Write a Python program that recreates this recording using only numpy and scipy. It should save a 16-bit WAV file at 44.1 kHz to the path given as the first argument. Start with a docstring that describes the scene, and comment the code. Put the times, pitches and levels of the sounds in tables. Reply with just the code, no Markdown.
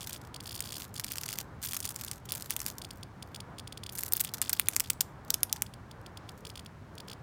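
"""A hornet wrestles a cicada on paving stones, close by, while a far town rumbles throughout.
From the start the cicada's stiff wings rustle over the stone and slap it, and it squawks in choppy
runs of double clicks as its tymbal (a springy plate on its body) buckles and springs back.
Near 3 s the wings rest and the squawks thin out. From 4 s to 5.6 s come the hardest slaps.
Last, the struggle dies down to short squawks and faint ticks, with soft hums from far away."""
import sys
import numpy as np
from scipy import signal
from scipy.fft import rfft, irfft, next_fast_len
from scipy.io import wavfile

SR = 44100
rng = np.random.default_rng(int(sys.argv[2]) if len(sys.argv) > 2 else 0)


def store_pcm(level_fs):
    """Save levels as 16-bit WAV."""
    pcm = np.round(np.clip(level_fs, -1, 1) * 32767).astype(np.int16)
    wavfile.write(sys.argv[1], SR, np.atleast_2d(pcm).T)


N = 318402
TIME = np.arange(N) / SR
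REST_DB = -82.5   # the effort between bouts

# bouts of wrestling: start_s, end_s, effort_db, brightness_db
BOUTS = [(0, 0.159, -54.5, -0.5), (0.205, 0.269, -69.5, -2.5), (0.44, .58, -59, 3),
         (0.613, 0.846, -55.5, 0.5), (.96, 1.405, -55.5, -1), (1.624, 1.913, -52, 1.5),
         (1.96, 2.147, -55.5, -1.5), (2.30, 2.708, -56, 0.5), (2.77, 2.854, -66, 0.5),
         (2.897, 3.0, -75, 1.5), (3.26, 3.4, -77, 2.5), (3.928, 4.08, -52.5, 4), (4.14, 4.27, -53.5, 2),
         (4.35, 4.874, -62, -1), (5.26, 5.59, -71, -2), (6.28, 6.62, -78, 1)]
# a wing hits the stone: start_s, snap_db, body_db, knock_db, edge_db (the last three relative to snap_db)
SLAPS = [(.0078, -22.5, -3.5, -4, -15), (0.0956, -23, -2, -18, -1), (0.1307, -16.5, -16, -7, -7),
         (0.5532, -19.5, -18, -5, -3), (0.6054, -10, -9.5, -5.5, -4), (.7223, -22.5, -2, -1, -9),
         (0.8009, -22.5, -2, -9, -3), (.821, -26, 5, 3, -5), (0.9419, -24, -17, -17, -5),
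         (0.9975, -14, -1.5, -1.5, -2), (1.0446, -12.5, -5, -5, -5), (1.1195, -20.5, -6, 1, 10),
         (1.1831, -14.5, -3, 0, -5), (1.2347, -21, -1, 4, -5), (1.2613, -19, -8, -2, -6),
         (1.2892, -19, 0, 1.5, -4), (1.3286, -19, 0, -4, 1), (1.3868, -16.5, 1, 1.5, 6),
         (1.6615, -22, -20, -17, 11), (1.7336, -14, -2.5, -7, -2), (1.7665, -18, -4, 1, -8),
         (1.8036, -14.5, -14, -5, -3), (1.8533, -13.5, -16, -3, -10), (1.8909, -15, -26, -9, -3),
         (1.9612, -15.5, -17, -4, -4), (2.0118, -20, -7, -4, 4), (2.0481, -18.5, -10, -12, 2),
         (2.114, -12, -11, -7, -10), (2.3212, -9, -13, -7, -1), (2.3517, -15, -11, -15, -2),
         (2.4232, -19, -10, -1, -1), (2.5065, -6, -8, -30, -2), (2.5649, -10.5, -4, -12, 0),
         (2.603, -14, -9.5, -4, -15), (2.6637, -11, -7, -3, 0), (2.7831, -20, -16, -4, -10),
         (3.9847, -12.5, -14.5, -20, -9), (4.0085, -19, -23, -10, -6.5), (4.0346, -13, -6.5, -11, 5),
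         (4.123, -9, -14, -11, 1.5), (4.1348, -10.5, -23, 1, 13.5), (4.1681, -13, -25, -12, 7),
         (4.2041, -6.5, -12.5, -28, -8.5), (4.2077, -10, -8, -12, 7.5), (4.2112, -8, -9, -8, 2),
         (4.2485, -12, -7, -10, -1), (4.338, -20.5, -10.5, 2, 8), (4.4165, -1, -14, -14.5, -9),
         (4.495, -3.5, -13.5, -22, -10), (4.531, -14.5, -2, 7, 13.5), (4.5973, -1.5, -2.5, -19, 1.5),
         (4.6856, 2, -9, -22, -5), (4.7604, -20.5, -25, -9.5, 5), (4.7644, 0, -8.5, -11, -8.5),
         (4.7987, -10.5, -5.5, -1.5, 7), (4.8041, -7.5, -3.5, 0, 1), (4.9, -8.5, -11, -5.5, -6),
         (4.903, -2, -8, -10, -2.5), (5.007, -9.5, -8, 0, -3), (5.0095, -0.5, -7.5, -21, -2),
         (5.016, -17.5, -22, -3, 1), (5.3024, -25, 1, -11, 3), (5.3044, -5, -6, -1, 1),
         (5.3424, -3.5, -10, -1, -3.5), (5.4321, 3.5, -15.5, -15.5, -13), (5.5276, -8, -8.5, 3.5, 4),
         (5.6214, -3, -9.5, -22, -3.5)]


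def from_db(db):
    """Turn decibels into a gain to multiply by."""
    return 10 ** (np.asarray(db) / 20)


def rms_one(x):
    """Scale a sound so that its average level (rms) is 1."""
    return x / np.sqrt(np.mean(x ** 2) + 1e-20)


def energy_one(x):
    """Scale a short sound so that its total energy is 1."""
    return x / np.sqrt(np.sum(x ** 2) + 1e-20)


def add(track, start_s, sound):
    """Mix a short sound into the track."""
    at = int(np.clip(round(start_s * SR), 0, N - 1))
    track[at:at + len(sound)] += sound[:N - at]


def band(x, low_hz, high_hz):
    """Keep the part of a sound between two pitches."""
    return signal.sosfilt(signal.butter(2, [low_hz, min(high_hz, .45 * SR)], "band", fs=SR, output="sos"), x)


def coloured(x, colour):
    """Shape a noise by rows of pitch_hz, level_db; it fades away beyond the first and last row."""
    hz, db = np.transpose(colour)
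    size = next_fast_len(len(x))
    all_hz = np.maximum(np.fft.rfftfreq(size, 1 / SR), 1)
    ends = np.minimum(all_hz / hz[0], 1) ** 2 * np.minimum(hz[-1] / all_hz, 1) ** 2
    gain = from_db(np.interp(np.log(all_hz), np.log(hz), db))
    return rms_one(irfft(rfft(x, size) * ends * gain, size)[:len(x)])


def drift(rate_hz):
    """A smooth random wander, about 1 in size."""
    return rms_one(signal.sosfilt(signal.butter(2, rate_hz, fs=SR, output="sos"), rng.standard_normal(N)))


def town(wash_db=-56, swell_db=1.5, split_hz=300, air_db=-64):
    """Far traffic: a low rumble and a softer, gently swelling wash above it, with a faint hiss of air."""
    # tone of the traffic: pitch_hz, level_db
    traffic_colour = [(15, -66), (25, -27.5), (41, -10.5), (102, -1), (182, -8), (229, -10.5), (357, -13.5),
                      (525, -16.5), (802, -16.5), (936, -16), (1200, -18.5), (1640, -22), (2140, -32),
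                      (2310, -31.5), (2500, -49.5), (3250, -47), (5500, -120)]
    # tone of the open air: pitch_hz, level_db
    air_colour = [(1000, 10.5), (2000, 7.5), (3000, 2), (5000, -3), (8000, -8.5), (12000, -14),
                  (16000, -16)]
    # loudness of the rumble: time_s, level_db
    rumble_levels = [(0, -50.5), (2.6, -49.5), (3.9, -50.5), (4.2, -51), (5.5, -50.5), (7.22, -50.3)]
    rumble_gain = from_db(np.interp(TIME, *np.transpose(rumble_levels)))
    wash_gain = from_db(wash_db + swell_db * drift(rate_hz=2.6))
    traffic = coloured(rng.standard_normal(N), traffic_colour)
    rumble = signal.sosfiltfilt(signal.butter(2, split_hz, fs=SR, output="sos"), traffic, padtype="even")
    air = from_db(air_db) * coloured(rng.standard_normal(N), air_colour)
    return rumble_gain * rms_one(rumble) + wash_gain * rms_one(traffic - rumble) + air


def effort_db(time_s, rise_db_per_s=898, fall_db_per_s=450):
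    """How hard the two insects wrestle: each bout flares up, holds and dies away."""
    start_s, end_s, db, _ = np.transpose(BOUTS)[..., None]
    before_db = rise_db_per_s * np.maximum(start_s - time_s, 0)
    after_db = fall_db_per_s * np.maximum(time_s - end_s, 0)
    return np.maximum((db - before_db - after_db).max(axis=0), REST_DB)


def fidgets(per_s, above_db, uneven_db):
    """Times and levels of small, loosely paced movements in the bouts, as strong as the effort."""
    timing, strength = rng.random((600, 2)).T
    start_s = (np.arange(len(timing)) + timing) / per_s
    db = effort_db(start_s) + above_db + uneven_db * (2 * strength - 1)
    wrestling = (effort_db(start_s) > REST_DB) & (start_s < TIME[-1])
    return start_s[wrestling], db[wrestling]


def wing_strokes(drag_db=-38.5, drag_s=.0045, light_s=.0046, boost_db=.5):
    """How strongly the wings rub over time: hard sweeps, a drag after each hard slap, light strokes."""
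    # a wing sweeps hard over the stone: start_s, level_db, length_s
    sweeps = [(.049, -51, 0.002), (.467, -43, .005), (.652, -47, 0.013), (.766, -34.5, 0.0025),
              (.839, -52, 0.0096), (1.156, -36, 0.0036), (1.288, -37, 0.0032), (1.6262, -42.5, 0.012),
              (1.688, -47, 0.006), (1.7664, -32.5, .0053), (1.988, -45, 0.0058), (2.2537, -46.5, 0.0058),
              (2.371, -39, .003), (2.536, -42, 0.0048), (2.615, -34.5, 0.0035), (2.679, -36, .009),
              (3.952, -37.5, .005), (3.987, -35, 0.0073), (4.338, -34.5, 0.0088), (4.419, -33.5, .009),
              (4.4955, -35, 0.0074), (4.528, -33.5, 0.01), (4.733, -39.5, .0056), (5.339, -34, 0.0022),
              (5.561, -42.5, .004), (6.3765, -52, .0025), (6.9532, -48, .002)]
    drags = [(s, drag_db + .33 * snap_db, drag_s) for s, snap_db, *_ in SLAPS]
    light = [(s, db, light_s) for s, db in zip(*fidgets(per_s=42, above_db=12, uneven_db=8))]
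    strokes = np.zeros(N)
    for start_s, db, length_s in list(sweeps) + drags + light:
        age = TIME[:SR // 12] / length_s
        pressure = (1 - np.exp(-10 * age)) / (1 + age ** 4)   # presses, holds, then lifts off
        add(strokes, start_s, from_db(db + boost_db) * pressure)
    return strokes


def grains(per_s, spread_db):
    """Tiny contacts at random moments, of very uneven size."""
    sizes = from_db(spread_db * np.minimum(rng.exponential(1, N), 4)) * rng.choice([-1, 1], N)
    return sizes * (rng.random(N) < per_s / SR)


def wing_rustle(scuffle_db=-6, fitful_db=4, grit_db=-9, split_hz=9000):
    """Wing veins catch on the stone in short strokes; between them the legs scuffle and shift grit."""
    # tone of a wing brushing stone: pitch_hz, level_db
    brush_colour = [(700, -6), (1400, 1), (2500, -3), (4500, 0), (7000, 2), (9500, -1), (11500, 1),
                    (15000, 1), (16500, -19)]
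    strokes = wing_strokes()
    effort = from_db(effort_db(TIME))
    scuffle = effort * from_db(scuffle_db + fitful_db * np.clip(drift(rate_hz=40), -2, 2))
    scraping = coloured(grains(per_s=22000, spread_db=4), brush_colour)
    dull = signal.sosfiltfilt(signal.butter(2, split_hz, fs=SR, output="sos"), scraping)
    # a wing's edge scrapes brighter than its flat side; the angle holds through each bout
    bouts = np.array(BOUTS)
    brightness = from_db(np.interp(TIME, bouts[:, :2].ravel(), bouts[:, 3].repeat(2)))
    scraping = rms_one(dull / brightness + (scraping - dull) * brightness)
    grit = rms_one(band(grains(per_s=140, spread_db=8), 4000, 15000))
    return np.hypot(strokes, scuffle) * scraping + effort * from_db(grit_db) * grit


def light_flaps(body_db=-2, knock_db=-3, edge_db=-6, spread_db=3):
    """Light wing strikes during the bouts, each with its own tone; columns as in SLAPS."""
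    start_s, snap_db = fidgets(per_s=11, above_db=27.5, uneven_db=2)
    colour = [body_db, knock_db, edge_db] + spread_db * rng.standard_normal((len(start_s), 3))
    return np.column_stack([start_s, snap_db, colour])


def wing_slaps(thud_db=-12, crumple_db=2.5, crumple_s=.0021, shiver_db=-16, shiver_s=.012):
    """A wing hits the stone: a hard contact, an instant of crumpling, then a brief shiver."""
    # ranges in which a wing rings (thud, body, knock, snap, edge): low_hz, high_hz
    wing_bands = [(720, 1590), (1950, 3890), (4350, 6550), (7200, 11200), (13000, 15540)]
    start_s, snap_db, body_db, knock_db, edge_db = np.vstack([SLAPS, light_flaps()]).T
    t = TIME[:SR // 30]
    crumple = from_db(crumple_db) * energy_one(from_db(-60 * t / crumple_s))
    shiver = from_db(shiver_db) * energy_one(from_db(-60 * t / shiver_s))
    force = rng.standard_normal((len(start_s), len(t))) * (crumple + shiver)
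    force[:, 0] = 1   # the hard contact
    slaps = 0
    for (low_hz, high_hz), db in zip(wing_bands, [body_db + thud_db, body_db, knock_db, 0, edge_db]):
        rings = band(force, low_hz, high_hz)
        gain = from_db(snap_db + db) / np.linalg.norm(rings, axis=1)
        slaps = rings * gain[:, None] - slaps   # neighbouring ranges swing in opposite directions
    out = np.zeros(N)
    for at, slap in zip(start_s, slaps):
        add(out, at, slap)
    return out


def tymbal_clicks(tones, treble_db, detune, uneven_db):
    """One click a row: the plate's tones die within milliseconds, a little different each time."""
    hz, db, ring_s, direction = np.transpose(tones)
    t = TIME[:SR // 125]
    chance = rng.standard_normal((len(treble_db), 1 + len(hz)))
    beamed = np.interp(hz, [5030, 7050, 10100, 14500], [.012, .94, .9, .2])   # how much facing matters
    gains = np.sign(direction) * from_db(db + beamed * treble_db[:, None] + uneven_db * chance[:, 1:])
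    tension = 1 + detune * chance[:, :1]   # all tones shift together
    phase = 2 * np.pi * (hz * tension)[..., None] * t
    return np.sum(gains[..., None] * np.sin(phase) * from_db(-60 * t / ring_s[:, None]), axis=1)


def cicada(release_db=2.9, release_s=.00285, jitter_s=.00014):
    """Each muscle pull buckles the tymbal with a low click; it springs back with a higher one."""
    # squawks of evenly paced pulls: start_s, length_s, pull_count, level_db
    squawks = [(0.0152, 0.028, 3, -43.5), (.1065, 0.055, 4, -44.5), (0.3432, .018, 2, -41.5),
               (.4041, 0, 1, -41.5), (.457, .069, 5, -43), (.545, .046, 4, -44), (.622, 0.083, 6, -44.5),
               (0.7272, 0.04, 4, -42.5), (0.9616, 0.017, 2, -42.5), (1.0384, 0.043, 2, -43),
               (1.1086, 0.027, 3, -45), (1.28, 0.057, 4, -43.5), (1.4023, 0, 1, -43),
               (1.633, 0.055, 4, -42.5), (1.719, .0317, 2, -42), (1.8269, 0.063, 5, -42.5),
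               (2.0806, 0, 1, -41), (2.2898, 0.047, 4, -42.5), (2.4987, 0.025, 2, -43),
               (2.8173, 0.03, 2, -40), (2.907, 0, 1, -40.5), (3.0304, 0, 1, -42), (3.2254, 0, 1, -41),
               (3.3463, .0138, 2, -41.5), (3.4036, 0, 1, -41), (3.584, 0.012, 2, -42),
               (3.6743, 0.1, 3, -41.5), (3.835, 0.058, 3, -39.5), (4.152, .046, 3, -41.5),
               (4.253, .037, 3, -43.5), (4.4395, 0.039, 3, -43), (4.5494, 0.065, 4, -45), (4.67, 0, 1, -44),
               (4.846, .013, 2, -47), (5.4957, .07, 2, -45), (5.6638, 0.074, 2, -46.5),
               (5.9124, 0.006, 1, -46.5), (6.0628, 0, 1, -45.5), (6.1726, 0, 1, -43.5), (6.291, 0, 1, -42),
               (6.4513, .017, 2, -41.5), (6.4995, 0, 1, -42), (6.5562, .038, 3, -42.5), (6.6611, 0, 1, -45),
               (6.9801, 0.022, 2, -43), (7.0824, .048, 4, -43)]
    # the tymbal buckling in: pitch_hz, level_db, ring_s (time to fade by 60 dB), direction (+1 or -1)
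    buckle_tones = [(2260, -1, 0.0032, 1), (3394, 10, 0.0053, -1), (4500, -3, 0.004, -1),
                    (5580, -2.5, .0027, -1), (9150, 8, 0.0018, 1), (14670, 1, .0014, -1)]
    # the tymbal springing out: pitch_hz, level_db, ring_s, direction
    release_tones = [(4680, 10, 0.0033, 1), (5390, 3, 0.0025, -1), (6400, -3.5, 0.0019, 1),
                     (7170, -4.5, 0.0067, -1), (9230, 13, 0.0016, -1), (10340, 8, 0.0014, 1),
                     (14340, 5, .0011, -1)]
    # how the tymbal faces the listener: time_s, treble_db, outward_click_db
    facing = [(0, 1.5, -3), (.5, -5, 3.5), (.8, -1, 3), (1.7, 4.5, 1.5), (2.9, -2.5, 1), (3.9, -2.5, 0),
              (4.4, -10, 0.5), (5.7, -2.5, -1.5), (6.3, -5, 0), (6.6, -3, -1.5), (7.2, -7.5, 1.5)]
    pulls = [(at, db) for s, length_s, count, db in squawks for at in np.linspace(s, s + length_s, count)]
    pull_s, pull_db = np.transpose(pulls)
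    turn_s, *turn_levels = np.transpose(facing)
    treble_db, outward_db = [np.interp(pull_s, turn_s, column) for column in turn_levels]
    inward = tymbal_clicks(buckle_tones, treble_db, detune=.012, uneven_db=1.27)
    outward = tymbal_clicks(release_tones, treble_db, detune=.015, uneven_db=.5)
    outward *= from_db(outward_db)[:, None]
    holds_s = release_s + jitter_s * rng.standard_normal(len(pulls))
    out = np.zeros(N)
    for at, db, hold_s, click_in, click_out in zip(pull_s, pull_db, holds_s, inward, outward):
        add(out, at, from_db(db) * click_in)
        add(out, at + hold_s, from_db(db + release_db) * click_out)
    return out


def claw_ticks(fade_s=.004, low_hz=4000, high_hz=15500):
    """Tiny bright contacts, each a short crunch: some at set times, more at random during the bouts."""
    # a claw or wing tip ticks sharply on the grit: start_s, energy_db
    sharp_ticks = [(.7968, -24), (1.213, -15), (1.628, -15), (1.6869, -16), (1.9455, -28), (2.7012, -16),
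                   (2.959, -37), (3.275, -38), (4.0886, -21), (4.933, -21), (5.2493, -32.5), (6.0145, -40),
                   (6.4926, -31), (6.6489, -38), (7.077, -39)]
    ticks = list(sharp_ticks) + list(zip(*fidgets(per_s=9, above_db=31, uneven_db=2)))
    t, out = TIME[:SR // 100], np.zeros(N)
    bursts = rng.standard_normal((len(ticks), len(t))) * from_db(-60 * t / fade_s)
    for (start_s, db), crunch in zip(ticks, band(bursts, low_hz, high_hz)):
        add(out, start_s, from_db(db) * energy_one(crunch))
    return out


def yard_echoes(x, bounce_db=-23, bounce_s=.0044, near_db=-20, near_fade_s=.074,
                far_db=-30.5, far_fade_s=.28):
    """One close bounce, quick scatter from things nearby, and a faint tail from walls further off."""
    t = TIME[:SR // 2]
    near = rng.standard_normal(len(t)) * from_db(-60 * t / near_fade_s) * (t > .001)
    far = band(rng.standard_normal(len(t)), 600, 13000) * from_db(-60 * t / far_fade_s) * (t > .012)
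    echoes = from_db(near_db) * energy_one(near) + from_db(far_db) * energy_one(far)
    echoes[round(bounce_s * SR)] += from_db(bounce_db)
    return signal.fftconvolve(x, echoes)[:N]


def far_swells():
    """Breathy hums and a faint hiss rise and fall far away."""
    # swells of distant noise: peak_s, level_db, width_s, low_hz, high_hz
    swells = [(5.54, -53, 0.066, 780, 988), (6.25, -69.5, 0.068, 2000, 5500), (6.42, -58, 0.11, 402, 526),
              (7.08, -60.5, 0.072, 400, 520)]
    out = np.zeros(N)
    for peak_s, db, width_s, low_hz, high_hz in swells:
        swell = from_db(db) * np.exp(-((TIME - peak_s) / width_s) ** 2)
        out += swell * rms_one(band(rng.standard_normal(N), low_hz, high_hz))
    return out


def scene():
    """The town, the struggle on the ground and its echoes, in one channel."""
    background = town() + far_swells()
    struggle = wing_rustle() + wing_slaps() + cicada() + claw_ticks()
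    return (background + struggle + yard_echoes(struggle))[None]


def record(dry, bass_hz=30, top_hz=16700):
    """The small microphone loses the deepest bass; the highest treble is cut steeply."""
    thin = signal.sosfilt(signal.butter(2, bass_hz, "high", fs=SR, output="sos"), dry)
    return signal.sosfilt(signal.ellip(10, .3, 70, top_hz, fs=SR, output="sos"), thin)


dry = scene()
out = record(dry)
store_pcm(out)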